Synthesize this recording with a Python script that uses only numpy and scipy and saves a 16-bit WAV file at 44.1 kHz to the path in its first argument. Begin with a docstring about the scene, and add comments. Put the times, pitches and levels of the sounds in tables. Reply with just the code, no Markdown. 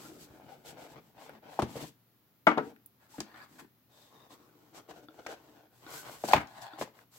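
"""Over a quiet room murmur, palms rub a stiff cardboard box on a wooden desk, close to the microphone.
The lid drags upward, the base drops out onto the desk, and the lid is put down with a hollow knock.
Fingers pick at a pull tab, a phone scrapes up along the box wall, and the tilted box falls back.
Rubs and squeaks are random tiny slips through resonances; knocks, booms and taps are damped modes,
with noise for the crack of card; ticks are short band-limited noise. Reflections add a small room."""
import sys
import numpy as np
from scipy import signal
from scipy.fft import rfft, irfft, next_fast_len
from scipy.io import wavfile
from scipy.ndimage import uniform_filter1d

SR = 44100
rng = np.random.default_rng(int(sys.argv[2]) if len(sys.argv) > 2 else 0)


def dump_mix(stems):
    """Bounce the given channels to the path in sys.argv[1] as a 16-bit WAV at rate SR."""
    frames = np.atleast_2d(stems).T  # one column per channel
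    limited = np.clip(frames, -1, 1)  # hard clip at full scale
    pcm = np.round(limited * 32767).astype(np.int16)
    wavfile.write(sys.argv[1], SR, pcm)


N = 316638
TIME = np.arange(N) / SR


def amp(db):
    """Decibels to gain."""
    return 10 ** (np.asarray(db) / 20)


def unit(x):
    """Scales to rms 1."""
    return x / np.sqrt(np.mean(x ** 2) + 1e-20)


def read(points, hz):
    """Reads a spectrum along a log-frequency axis."""
    f, value = np.transpose(points)
    return np.interp(np.log(hz + 1), np.log(f + 1), value)


def add(mix, start_s, sound):
    """Adds a stereo sound to the mix at its start time."""
    part = mix[:, max(round(start_s * SR), 0):][:, :sound.shape[1]]
    part += sound[:, :part.shape[1]]


def colour(x, spectrum, size=2048):
    """Causal filter with the given spectrum."""
    hz = abs(np.fft.fftfreq(size, 1 / SR))
    log_gain = np.log(amp(np.maximum(read(spectrum, hz), -100)))
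    taps = np.fft.ifft(np.exp(np.conj(signal.hilbert(log_gain)))).real
    return signal.oaconvolve(x, taps[None], axes=1)[:, :x.shape[1]]


def resonate(x, hz, width_hz, db):
    """Lifts one resonance out of a sound."""
    return x + amp(db) * signal.lfilter(*signal.iirpeak(hz, hz / width_hz, SR), x)


# likeness of the two microphone ports: (frequency [Hz], likeness [0-1])
PORT_LIKENESS = [(50, 0.7), (300, .93), (700, 0.7), (1400, 0.2), (3000, 0), (16000, 0)]


def pair(x):
    """Two unrelated signals become alike in the bass, as at two close ports."""
    left, other = rfft(x)
    same = np.clip(read(PORT_LIKENESS, np.fft.rfftfreq(x.shape[1], 1 / SR)), 0, 1)
    right = same * left + np.sqrt(1 - same ** 2) * other
    return irfft(np.array([left, right]), x.shape[1])


def wander(per_s):
    """Slow random drift of rms 1, joining so many random points a second."""
    knots = rng.standard_normal(N // 64)
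    return unit(np.interp(TIME * per_s, np.arange(len(knots)), knots))


def slips(per_s, spread_db):
    """Tiny catches of paper fibres: random clicks, a few of them large."""
    size = next_fast_len(N, True)
    heights = amp(spread_db * np.minimum(rng.exponential(1, size), 4))
    heights = heights * (rng.random(size) < per_s / SR)
    return pair(heights * rng.standard_normal((2, size)))[:, :N]


def ring(modes, pitch, contact_s, lag_s, t):
    """Damped modes, swelling while the contact lasts and reaching the right port later; peak 1."""
    t = np.maximum(t - np.array([[0], [lag_s]]), 0)
    x = sum(amp(db - 60 * t / t60) * np.sin(2 * np.pi * hz * pitch * t) for hz, db, t60 in modes)
    x = x * (1 - np.exp(-(t / contact_s) ** 2))
    return x / abs(x).max()


# relative spectrum of the still room and microphone hiss: (frequency [Hz], density [dB per Hz])
FLOOR = [(20, -21.5), (60, -6), (130, 1), (280, -0.5), (500, -10.5), (1200, -13), (2500, -17.5),
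         (4200, -18.5), (7000, -24.5), (9500, -31.5), (11000, -18.5), (13000, -16.5), (16000, -14.5)]
# faint hum: (frequency [Hz], rms level [dB])
HUM = [(118.4, -75.5)]


def background(floor_db=-67):
    """Room murmur and microphone hiss are coloured noise; the faint hum is a steady sine."""
    noise = pair(rng.standard_normal((2, next_fast_len(N, True))))[:, :N]
    air = unit(colour(noise, FLOOR))
    hum = sum(amp(db) * np.sqrt(2) * np.sin(2 * np.pi * (hz * TIME + rng.random())) for hz, db in HUM)
    return amp(floor_db) * air + hum


def off_the_hand(x, delay_s=0.001097, drift=0.16, per_s=7, gain=0.4):
    """A reflection from the moving hand combs the rub with slowly shifting peaks."""
    heard_at = TIME - delay_s * (1 + drift * wander(per_s))
    echo = np.array([np.interp(heard_at, TIME, side, left=0) for side in x])
    return (x + gain * echo) / np.hypot(1, gain)


def snags(per_s=70, height=0.73, release_s=.0016):
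    """Now and then an edge snags and lets go: a brief surge of drag and hiss together."""
    kicks = (rng.random(N) < per_s / SR) * rng.random(N)
    return 1 + height * signal.lfilter([1], [1, -np.exp(-1 / (release_s * SR))], kicks)


def stroke_gains(strokes, drag_power=0.15, rumble_power=0.49, hiss_power=0.75, ease_s=0.02):
    """Speed arches over each stroke: drag sets in almost at once, hiss needs speed and peaks midway."""
    power = np.zeros((3, N))
    for start, length, drag_db, rumble_db, hiss_db in strokes:
        a, b = np.searchsorted(TIME, [start, start + length])
        speed = abs(np.sin(np.pi * (TIME[a:b] - start) / length))
        drag = amp(drag_db) * speed ** drag_power
        rumble = amp(rumble_db) * speed ** rumble_power
        hiss = amp(hiss_db) * speed ** hiss_power
        power[:, a:b] += np.square([drag, rumble, hiss])
    # soft skin and card ease into and out of each stroke
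    return uniform_filter1d(np.sqrt(power), max(round(ease_s * SR), 1), axis=1)


# Strokes, with levels before the speed arch and easing:
# drag of the surface, rumble of the held box, hiss of skin and paper
# palms take hold of the lid: (time [s], length [s], drag [dB], rumble [dB], hiss [dB])
PALM_RUBS = [(-.04, 0.16, -55, -55, -54), (.09, 0.12, -61.5, -54, -62), (.185, 0.08, -62.5, -56.5, -53.5),
             (.26, 0.16, -60.5, -57.5, -73)]
# the lid slides up in short pulls and last scuffs the desk:
# (time [s], length [s], drag [dB], rumble [dB], hiss [dB])
LID_SLIDES = [(.41, 0.096, -58.5, -56.5, -72), (.48, 0.087, -56.5, -63, -63.5), (.55, 0.1, -64, -63.5, -73),
              (.645, 0.08, -54.5, -54.5, -50.5), (.715, 0.051, -58, -55.5, -75),
              (.765, 0.12, -51.5, -59.5, -58.5), (.88, 0.07, -55, -59.5, -60.5),
              (.945, 0.052, -51.5, -53, -73), (.99, 0.15, -69.5, -65.5, -73),
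              (1.15, 0.042, -58, -59.5, -73), (1.18, 0.11, -51.5, -65, -59), (1.28, .11, -55.5, -56.5, -73),
              (1.425, 0.1, -53.5, -62, -73), (1.48, 0.13, -52.5, -67, -60), (1.66, 0.15, -52.5, -53, -55.5),
              (1.752, 0.041, -47, -57, -49), (1.792, 0.06, -44, -45, -46.5), (1.84, 0.063, -70, -60.5, -53),
              (2.61, .12, -58, -55.5, -64)]
# a fingertip feels over the screen film: (time [s], length [s], drag [dB], rumble [dB], hiss [dB])
FILM_RUBS = [(3, 0.078, -64.5, -86, -73), (3.085, 0.15, -66, -67, -59), (3.215, 0.26, -58.5, -67, -75),
             (3.345, 0.077, -53.5, -73, -67.5), (3.415, 0.046, -59, -62, -64.5),
             (3.47, 0.176, -66, -62, -65.5), (3.588, 0.022, -50.5, -72, -52.5),
             (3.61, 0.049, -65.5, -54.5, -79)]
# fingers pull at the tab: (time [s], length [s], drag [dB], rumble [dB], hiss [dB])
TAB_RUBS = [(3.895, 0.24, -66, -75, -64), (4.105, 0.18, -61.5, -65, -75), (4.295, 0.063, -57, -61, -57),
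            (4.35, 0.15, -64.5, -65.5, -75)]
# the phone scrapes up the box wall: (time [s], length [s], drag [dB], rumble [dB], hiss [dB])
PHONE_SLIDES = [(4.47, 0.41, -67, -67, -75), (4.738, 0.067, -50.5, -61.5, -53),
                (4.886, 0.039, -48.5, -56, -57), (4.93, 0.086, -57.5, -60.5, -65),
                (5.02, 0.039, -60.5, -57, -68), (5.09, 0.32, -62.5, -66, -69),
                (5.185, 0.021, -49.5, -60, -70), (5.28, 0.069, -45, -60, -54),
                (5.35, 0.26, -62, -66, -71.5), (5.52, 0.16, -62, -68.5, -80)]
# the hand shifts its grip on box and phone: (time [s], length [s], drag [dB], rumble [dB], hiss [dB])
GRIP_RUBS = [(5.71, 0.23, -68.5, -67.5, -68), (5.815, 0.09, -56, -61, -68), (5.87, 0.11, -48, -66, -53.5),
             (5.9, 0.14, -55, -61.5, -47), (6.03, 0.076, -47.5, -58, -55.5), (6.08, 0.1, -53, -61.5, -52.5),
             (6.16, 0.13, -60, -66.5, -57), (6.935, 0.11, -61, -72, -68.5),
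             (7.11, 0.15, -66.5, -73.5, -57.5)]
# the phone is drawn out over the rim: (time [s], length [s], drag [dB], rumble [dB], hiss [dB])
PHONE_LIFTS = [(6.243, 0.024, -43, -55, -42), (6.276, 0.027, -42, -55, -35.5),
               (6.304, 0.037, -34, -48, -41), (6.44, 0.2, -56, -65, -66.5),
               (6.555, 0.057, -49.5, -61, -60.5), (6.615, 0.076, -46, -65, -61),
               (6.612, 0.026, -58, -63, -48.5), (6.695, 0.11, -50.5, -68, -71),
               (6.785, 0.06, -60, -54, -44.5)]
# the fallen box skids and crunches on the desk: (time [s], length [s], drag [dB], rumble [dB], hiss [dB])
BOX_SKIDS = [(6.35, 0.038, -30, -34.5, -48), (6.39, 0.041, -44, -44, -56.5)]
# relative drag colour of palms on card: (frequency [Hz], density [dB per Hz])
PALM_DRAG = [(200, -23), (320, 2), (600, -3), (1050, -10), (1350, -11.5), (2000, -15.5), (6000, -26),
             (8000, -31)]
# drag colour of the sliding lid: (frequency [Hz], density [dB per Hz])
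LID_DRAG = [(180, -28.5), (300, -2), (367, -34), (437, 2.5), (576, -1), (653, 0), (927, -5), (1100, -10.5),
            (1510, -9.5), (1800, -16), (2260, -14), (6000, -28), (7800, -47.5), (13200, -120)]
# drag colour of the film: (frequency [Hz], density [dB per Hz])
FILM_DRAG = [(350, -9.5), (550, 2), (780, 0), (1200, -3), (1650, -7.5), (2800, -13.5), (4400, -11.5),
             (7000, -30.5)]
# drag colour of the tab: (frequency [Hz], density [dB per Hz])
TAB_DRAG = [(250, -26), (450, 8), (1100, 0.5), (1500, -4), (2500, -11.5), (3300, -15.5), (5500, -12),
            (8000, -21.5)]
# drag colour of the phone on the wall: (frequency [Hz], density [dB per Hz])
PHONE_DRAG = [(150, -20.5), (250, -18), (297, -3), (393, -3), (431, 0), (506, 0), (687, 0), (1180, -10),
              (1450, -5), (1890, -16.5), (2670, -16), (3010, -15.5), (6000, -25), (7800, -33),
              (13200, -120)]
# drag colour of the shifting grip: (frequency [Hz], density [dB per Hz])
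GRIP_DRAG = [(250, -13.5), (450, 4.5), (750, 0), (1200, -5), (1600, -11), (2400, -9), (4400, -14),
             (8000, -29.5)]
# drag colour of the phone on the rim: (frequency [Hz], density [dB per Hz])
LIFT_DRAG = [(300, -30), (500, -12), (640, 1.5), (920, -1), (1200, -8), (1500, -5.5), (2400, -16.5),
             (4400, -15), (7500, -53)]
# drag colour of the skid: (frequency [Hz], density [dB per Hz])
SKID_DRAG = [(200, -10), (400, -5.5), (1100, 4), (2300, -4), (3400, -16.5), (9000, -35.5)]
# rumble colour of the hollow box: (frequency [Hz], density [dB per Hz])
RUMBLE = [(25, -21.5), (60, -12), (110, -7.5), (200, -1), (310, -2), (420, -3), (700, -44.5)]
# hiss colour of the fibres before each contact's tilt: (frequency [Hz], density [dB per Hz])
HISS = [(1200, -3.5), (2500, -1.5), (4500, 2), (6000, -0.5), (8000, 2), (9300, -8.5), (11500, -2.5),
        (16000, -11)]


def friction(judder_db=1.05):
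    """Surfaces catch and slip: panels sound the drag, the hollow box rumbles, fibres hiss and rasp."""
    # strokes, colour, hiss tilt [dB per octave], then resonances (centre [Hz], width [Hz], lift [dB])
    # of the rubbed surface, the box as it is held, the rasp of the fibres
    contacts = [
        (PALM_RUBS, PALM_DRAG, .8, (1290, 110, -1), (316, 24, 0.0), (2980, 1500, -29)),
        (LID_SLIDES, LID_DRAG, .2, (810, 163, -19.5), (123, 83, 0.5), (2800, 1200, -2.5)),
        (FILM_RUBS, FILM_DRAG, .2, (1647, 1100, 4.5), (242, 42, 0.5), (8700, 1600, -14)),
        (TAB_RUBS, TAB_DRAG, -.8, (1119, 106, -7), (337, 138, -13), (3700, 400, 7.0)),
        (PHONE_SLIDES, PHONE_DRAG, -1.5, (430, 55, 0.0), (320, 33, 3.5), (6260, 920, -10)),
        (GRIP_RUBS, GRIP_DRAG, 1.6, (1484, 140, 7.0), (120, 14, 14.5), (14000, 2700, -18.0)),
        (PHONE_LIFTS, LIFT_DRAG, -.6, (790, 80, -13.0), (116, 8.9, 19.0), (7470, 1200, -17)),
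        (BOX_SKIDS, SKID_DRAG, -1.0, (1700, 150, -4.0), (350, 60, -11), (3000, 900, -2.5))]
    surge = snags()
    catches = off_the_hand(slips(per_s=3200, spread_db=0.5)) * amp(judder_db * wander(90)) * surge
    shudder = colour(slips(per_s=1800, spread_db=1.0), RUMBLE)
    fibres = slips(per_s=27000, spread_db=0.5) * surge
    out = np.zeros((2, N))
    for strokes, surface, tilt_db, panel, hollow, rasp in contacts:
        tilted = [(hz, db + tilt_db * np.log2(hz)) for hz, db in HISS]
        drag_gain, rumble_gain, hiss_gain = stroke_gains(strokes)
        out += drag_gain * unit(resonate(colour(catches, surface), *panel))
        out += rumble_gain * unit(resonate(shudder, *hollow))
        out += hiss_gain * unit(resonate(colour(fibres, tilted), *rasp))
    return out


# card sticks and slips fast enough to squeak, level before the swell:
# (time [s], length [s], level [dB], centre frequency [Hz])
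SQUEAKS = [(0.029, 0.049, -56.5, 1395), (0.511, 0.035, -51, 795), (2.644, 0.068, -51, 466),
           (3.133, 0.037, -53, 872), (3.33, 0.11, -56, 1710), (3.41, .05, -64, 4580),
           (3.9, 0.26, -73.5, 3740), (4.115, 0.24, -70, 3670), (5.865, .24, -55, 1510),
           (6.286, 0.034, -38, 766), (6.564, 0.19, -63, 793)]


def squeaks(sharpness=16, swell=.5, drift=.014):
    """Rapid slips feed one narrow resonance of the card, whose pitch wavers with the pressure."""
    drive = slips(per_s=3100, spread_db=4.5) * amp(4.7 * wander(45))
    speed = 1 + drift * wander(35)
    out = np.zeros((2, N))
    for start, length, db, hz in SQUEAKS:
        a, b = np.searchsorted(TIME, [start, start + length])
        peak = signal.iirpeak(hz, sharpness, SR)
        tone = signal.lfilter(*peak, signal.lfilter(*peak, drive[:, a:b]))
        play_at = np.cumsum(speed[a:b])  # uneven playback bends the pitch
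        tone = np.array([np.interp(play_at, np.arange(b - a), side, right=0) for side in tone])
        arch = abs(np.sin(np.pi * (TIME[a:b] - start) / length)) ** swell
        add(out, start, amp(db) * unit(tone) * arch)
    return out


# the desk top booms when the base of the box lands on it: (time [s], peak level [dB])
DESK_THUMPS = [(0.299, -48), (1.622, -24), (1.672, -51), (1.755, -40.5), (6.333, -37.5), (6.346, -27),
               (6.381, -35), (6.431, -45), (6.811, -47)]
# modes of the desk top: (frequency [Hz], relative level [dB], 60 dB decay [s])
DESK_TOP = [(83.6, -7, 0.05), (101, -8.5, 0.19), (113, 7.5, 0.065)]


def desk(contact_s=0.0054):
    """Low damped modes of the desk top boom under the blows."""
    boom = ring(DESK_TOP, 1.0, contact_s, 0, TIME[:SR // 3])
    out = np.zeros((2, N))
    for start, db in DESK_THUMPS:
        add(out, start, amp(db) * boom)
    return out


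# crack of card before each blow's pitch: (frequency [Hz], relative density [dB per Hz])
CRACK = [(400, -5), (1200, 3.5), (2200, 0.5), (3300, -3), (5500, -11.5), (7800, -17), (9300, -26.5),
         (11500, -26.5), (16000, -37.5)]


def knocks(rows, panels, air, contact_s, thud_s, lag_s, crack_s, crush_db, crush_s):
    """Each blow rings the panels, thumps the air inside, and cracks where the edge meets."""
    out, t = np.zeros((2, N)), np.arange(SR // 3) / SR
    for start, ring_db, thud_db, crack_db, pitch in rows:
        decay = np.exp(-t / crack_s) + amp(crush_db) * np.exp(-t / crush_s)
        fibres = pair(rng.standard_normal((2, len(t)))) * decay
        fibres = fibres * (1 - np.exp(-t / 0.00085))  # card gives a little before it cracks
        crack = colour(fibres, [(hz * pitch, db) for hz, db in CRACK])
        crack = crack / np.linalg.norm(crack) * 2.9  # same energy before its level
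        panel_ring = amp(ring_db) * ring(panels, pitch, contact_s, lag_s, t)
        air_thud = amp(thud_db) * ring(air, pitch ** .2, thud_s, lag_s, t)  # air shifts less in pitch
        add(out, start, panel_ring + amp(crack_db) * crack + air_thud)
    return out


# blows on the base: (time [s], ring level [dB], thud level [dB], crack level [dB], pitch [factor])
BOX_KNOCKS = [(.398, -44.5, -58, -52, 0.99), (1.293, -38, -54, -35, 0.72), (1.5898, -13, -23.5, -28, 1.044),
              (1.5935, -27.5, -54, -22.5, 1.73), (1.620, -28.5, -25.5, -17.5, 1.56),
              (1.624, -23.5, -23, -36.5, 0.97), (1.755, -34, -41, -34, 0.69),
              (1.766, -29.5, -37.5, -51, 0.68), (3.182, -34.5, -31.5, -27, 0.57),
              (3.204, -35.5, -33, -23.5, 1.02), (3.593, -55, -60, -35, 0.84),
              (4.889, -41.5, -60, -58.5, 0.68), (5.142, -49, -59.5, -47.5, 1.03),
              (5.188, -42, -48.5, -54.5, 0.9), (5.263, -31.5, -47.5, -22.5, 0.97),
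              (6.094, -35.5, -52.5, -37, 0.87), (6.238, -19.5, -29, -26.5, 0.91),
              (6.286, -24, -36.5, -33, 1.03), (6.3338, -2, -24.5, -4, 1.125),
              (6.357, -26, -40.5, -21.5, 1.15), (6.786, -32.5, -48, -33, 1.06),
              (6.812, -21.5, -31.5, -16, 0.81), (6.822, -28, -61, -23, 1.14), (6.875, -43, -67, -43, 1.1)]
# panels of the base before pitch: (frequency [Hz], relative level [dB], 60 dB decay [s])
BOX_PANELS = [(564, -9.5, 0.048), (670, -2, 0.027), (746, 5, 0.021), (830, 8.5, 0.012), (970, -29, 0.084),
              (1141, -16, 0.024), (1420, -18, 0.024), (1713, -26, 0.043), (2280, -30, 0.012),
              (2330, -30.5, 0.023), (2755, -31, 0.02)]
# air in the base before pitch: (frequency [Hz], relative level [dB], 60 dB decay [s])
BOX_AIR = [(191, 0.5, 0.065), (209, -4, 0.16), (337, 12, 0.042)]


def box_knocks():
    """Blows on the base of the box excite short panel modes, an air thud and a crack."""
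    return knocks(BOX_KNOCKS, BOX_PANELS, BOX_AIR, contact_s=0.0023, thud_s=0.0041, lag_s=.00009,
                  crack_s=0.0011, crush_db=-2.0, crush_s=0.011)


# short ticks and snaps of edges that catch and let go: (time [s], peak level [dB], centre [Hz])
TICKS = [(1.268, -55, 9000), (1.294, -47, 11600), (1.294, -40, 1400), (1.59, -39, 13100),
         (1.625, -44, 12000), (2.579, -31.5, 3380), (2.762, -47, 1700), (2.861, -34, 14040),
         (3.2038, -22, 5240), (3.2038, -32, 3530), (3.203, -47, 12500), (5.266, -28, 1670),
         (5.267, -34, 5800), (6.3234, -26.5, 5000), (6.334, -8, 2280), (6.334, -27, 11930),
         (6.363, -21.5, 2210), (6.381, -25, 2100), (6.411, -39, 2000), (6.472, -46, 5200),
         (6.619, -37, 5000), (6.99, -43, 1600)]


def ticks(decay_s=0.0023, skirt_db=-17):
    """Short snaps of card and film, each decaying noise in a broad band of its own."""
    out, t = np.zeros((2, N)), np.arange(SR // 20) / SR
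    for start, db, hz in TICKS:
        band = [(hz / 4, 2 * skirt_db), (hz / 2, skirt_db), (hz / 1.12, 0),
                (hz * 1.1, 0), (hz * 2, skirt_db), (hz * 4, 2 * skirt_db)]
        snap = colour(rng.standard_normal((2, len(t))) * np.exp(-t / decay_s), band)
        add(out, start, amp(db) * snap / abs(snap).max())
    return out


def chatter(rows, count=4, gap_s=0.0099, first_db=-14, loss_db=4.5, detune=0.14):
    """After each blow the loose walls slap a few more times, weaker and at ever different spots."""
    out = list(rows)
    for start, ring_db, thud_db, crack_db, pitch in rows:
        gaps, spots = rng.random((2, count))
        delays = np.cumsum(gap_s * (.5 + gaps))
        for k, (delay, spot) in enumerate(zip(delays, spots)):
            drop = first_db - loss_db * k
            slap_pitch = pitch * (1 + detune * (2 * spot - 1))
            out.append((start + delay, ring_db + drop, thud_db + 2 * drop, crack_db + drop, slap_pitch))
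    return out


# the lid lands on one edge, chatters, then drops flat, before the left-right balance:
# (time [s], ring level [dB], thud level [dB], crack level [dB], pitch [factor])
LID_KNOCKS = [(2.4682, -3.5, -18.5, -9.5, 0.99), (2.4716, -13, -25.5, -18, 1.07),
              (2.4815, -18.5, -38, -23, 0.79), (2.514, -22, -34, -25, 0.9), (2.573, -15.5, -33, -16, 0.48),
              (2.5785, -22, -46, -24, 0.85), (2.5805, -17.5, -42, -21, 0.67)]
# panels of the lid before pitch: (frequency [Hz], relative level [dB], 60 dB decay [s])
LID_PANELS = [(446.2, -25, 0.24), (520, -3, 0.026), (637, 0, 0.04), (770, -9.5, 0.049), (876, -0.5, 0.047),
              (972, -9.5, 0.074), (1109, -16, 0.09), (1204, -8.5, 0.079), (1390, 2, 0.031),
              (1514, -11.5, 0.067), (1723, -11.5, 0.04), (1995, -11, 0.062), (2218, -8, 0.054),
              (2342, -15, 0.043), (2920, -17.5, 0.04), (3287, -21, 0.042), (3810, -29, 0.015)]
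# air under the lid before pitch: (frequency [Hz], relative level [dB], 60 dB decay [s])
LID_AIR = [(189, 9, 0.088), (233.2, -8.5, 0.46), (309.8, 0, 0.4), (383, -4.5, 0.1)]


def lid_knocks():
    """Panels and air of the lid ring long and hollow, to the left: later and softer at the right port."""
    lid = knocks(chatter(LID_KNOCKS), LID_PANELS, LID_AIR, contact_s=0.0019, thud_s=0.0043,
                 lag_s=0.00018, crack_s=0.0015, crush_db=-8.0, crush_s=0.015)
    lid = signal.lfilter(*signal.butter(2, 150, "high", fs=SR), lid)  # too small to radiate deep bass
    return lid * amp([[1], [-1]])  # left and right, dB


# hard blows on the desk set a metal lamp foot ringing faintly: (time [s], peak level [dB])
LAMP_RINGS = [(2.472, -27.5), (6.336, -29)]
# modes of the lamp foot before its pitch factor: (frequency [Hz], relative level [dB], 60 dB decay [s])
LAMP_FOOT = [(666, -3, 0.32), (790, -3.5, 0.46), (1217, -1, 0.24), (1560, -4.5, .27), (2360, -7, .3)]


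def lamp(contact_s=.003, lag_s=0.00024):
    """The metal foot's slowly damped modes ring on after the card has gone quiet."""
    chime = ring(LAMP_FOOT, 0.99, contact_s, lag_s, TIME[:SR // 2])
    out = np.zeros((2, N))
    for start, db in LAMP_RINGS:
        add(out, start, amp(db) * chime)
    return out


# the phone clicks against the box wall or under a fingernail:
# (time [s], peak level [dB], pitch [factor])
PHONE_TAPS = [(3.343, -42, 1.04), (5.085, -36.5, 1), (5.25, -45, 1.03), (5.8645, -36, 1.07),
              (6.7345, -34.5, 1.01)]
# modes of the phone before pitch: (frequency [Hz], relative level [dB], 60 dB decay [s])
PHONE_BODY = [(315, -2.5, 0.053), (700, -7, .025), (1370, 0, .03), (3480, -2, .017), (4600, -8, .014)]


def phone_taps(contact_s=.0005, lag_s=.00009):
    """The stiff phone answers with a short, clear clack of damped modes."""
    out = np.zeros((2, N))
    for start, db, pitch in PHONE_TAPS:
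        add(out, start, amp(db) * ring(PHONE_BODY, pitch, contact_s, lag_s, TIME[:SR // 10]))
    return out


# reflections from desk, wall and lamp, a list for left and one for right: (delay [s], gain [factor])
ECHOES = [
    [(.0031, 0.035), (.0066, 0.082), (.0089, 0.033), (.0137, 0.077)],
    [(.0024, -0.073), (.0052, -.17), (.0083, 0.14), (.0131, .16)],
]
# decay of the room: (frequency [Hz], 60 dB decay [s])
ROOM_T60 = [(100, 0.1), (300, 0.28), (800, 0.25), (2000, 0.24), (5000, 0.23), (14000, 0.14)]
# strength of the tail before the wet level: (frequency [Hz], level [dB])
ROOM_GAIN = [(80, -5), (300, -2.5), (700, -12.5), (1500, -6), (3000, -7), (8000, -8.5), (15000, -5)]


def room(x, wet_db, build_s=0.0032):
    """A few near reflections, then a short diffuse tail that dies band by band."""
    size = SR // 2
    hz, t, tail = signal.stft(pair(rng.standard_normal((2, size))), SR, nperseg=256)
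    t60 = read(ROOM_T60, hz)[:, None]
    level_db = wet_db + read(ROOM_GAIN, hz)[:, None] - 60 * t / t60
    tail = tail * amp(level_db) * np.sqrt(2 * np.log(1000) / (t60 * SR))  # evens out the decay times
    build = 1 - np.exp(-(TIME[:size] / build_s) ** 2)
    response = signal.istft(tail, SR, nperseg=256)[1][:, :size] * build
    for side, echoes in zip(response, ECHOES):
        for delay, gain in echoes:
            side[round(delay * SR)] += gain
    return x + signal.oaconvolve(x, response, axes=1)[:, :N]


def scene():
    """The box is handled close by and the lid lands to the left; lamp and background bypass the room."""
    handling = room(friction() + squeaks() + desk() + box_knocks(), wet_db=-1.0)
    clicks = room(ticks() + phone_taps(), wet_db=-4)
    lid = room(lid_knocks(), wet_db=-1.0)
    return handling + clicks + lid + lamp() + background()


def record(dry):
    """The microphone sheds deep bass, its right port has its own colour; full scale clips; then a band limit."""
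    sound = signal.lfilter(*signal.butter(3, 56, "high", fs=SR), dry)
    # right port: (frequency [Hz], gain [dB])
    right = colour(sound[1:], [(100, -3.0), (1000, -3.0), (4000, -3.0), (9000, -1.0), (15000, 2.0)])
    clipped = np.clip(np.vstack([sound[:1], right]), -1, 1)
    band_limit = signal.firwin(511, 16000, window=("kaiser", 9), fs=SR)  # cutoff in Hz
    return signal.oaconvolve(clipped, band_limit[None], "same")


dry = scene()
out = record(dry)
dump_mix(out)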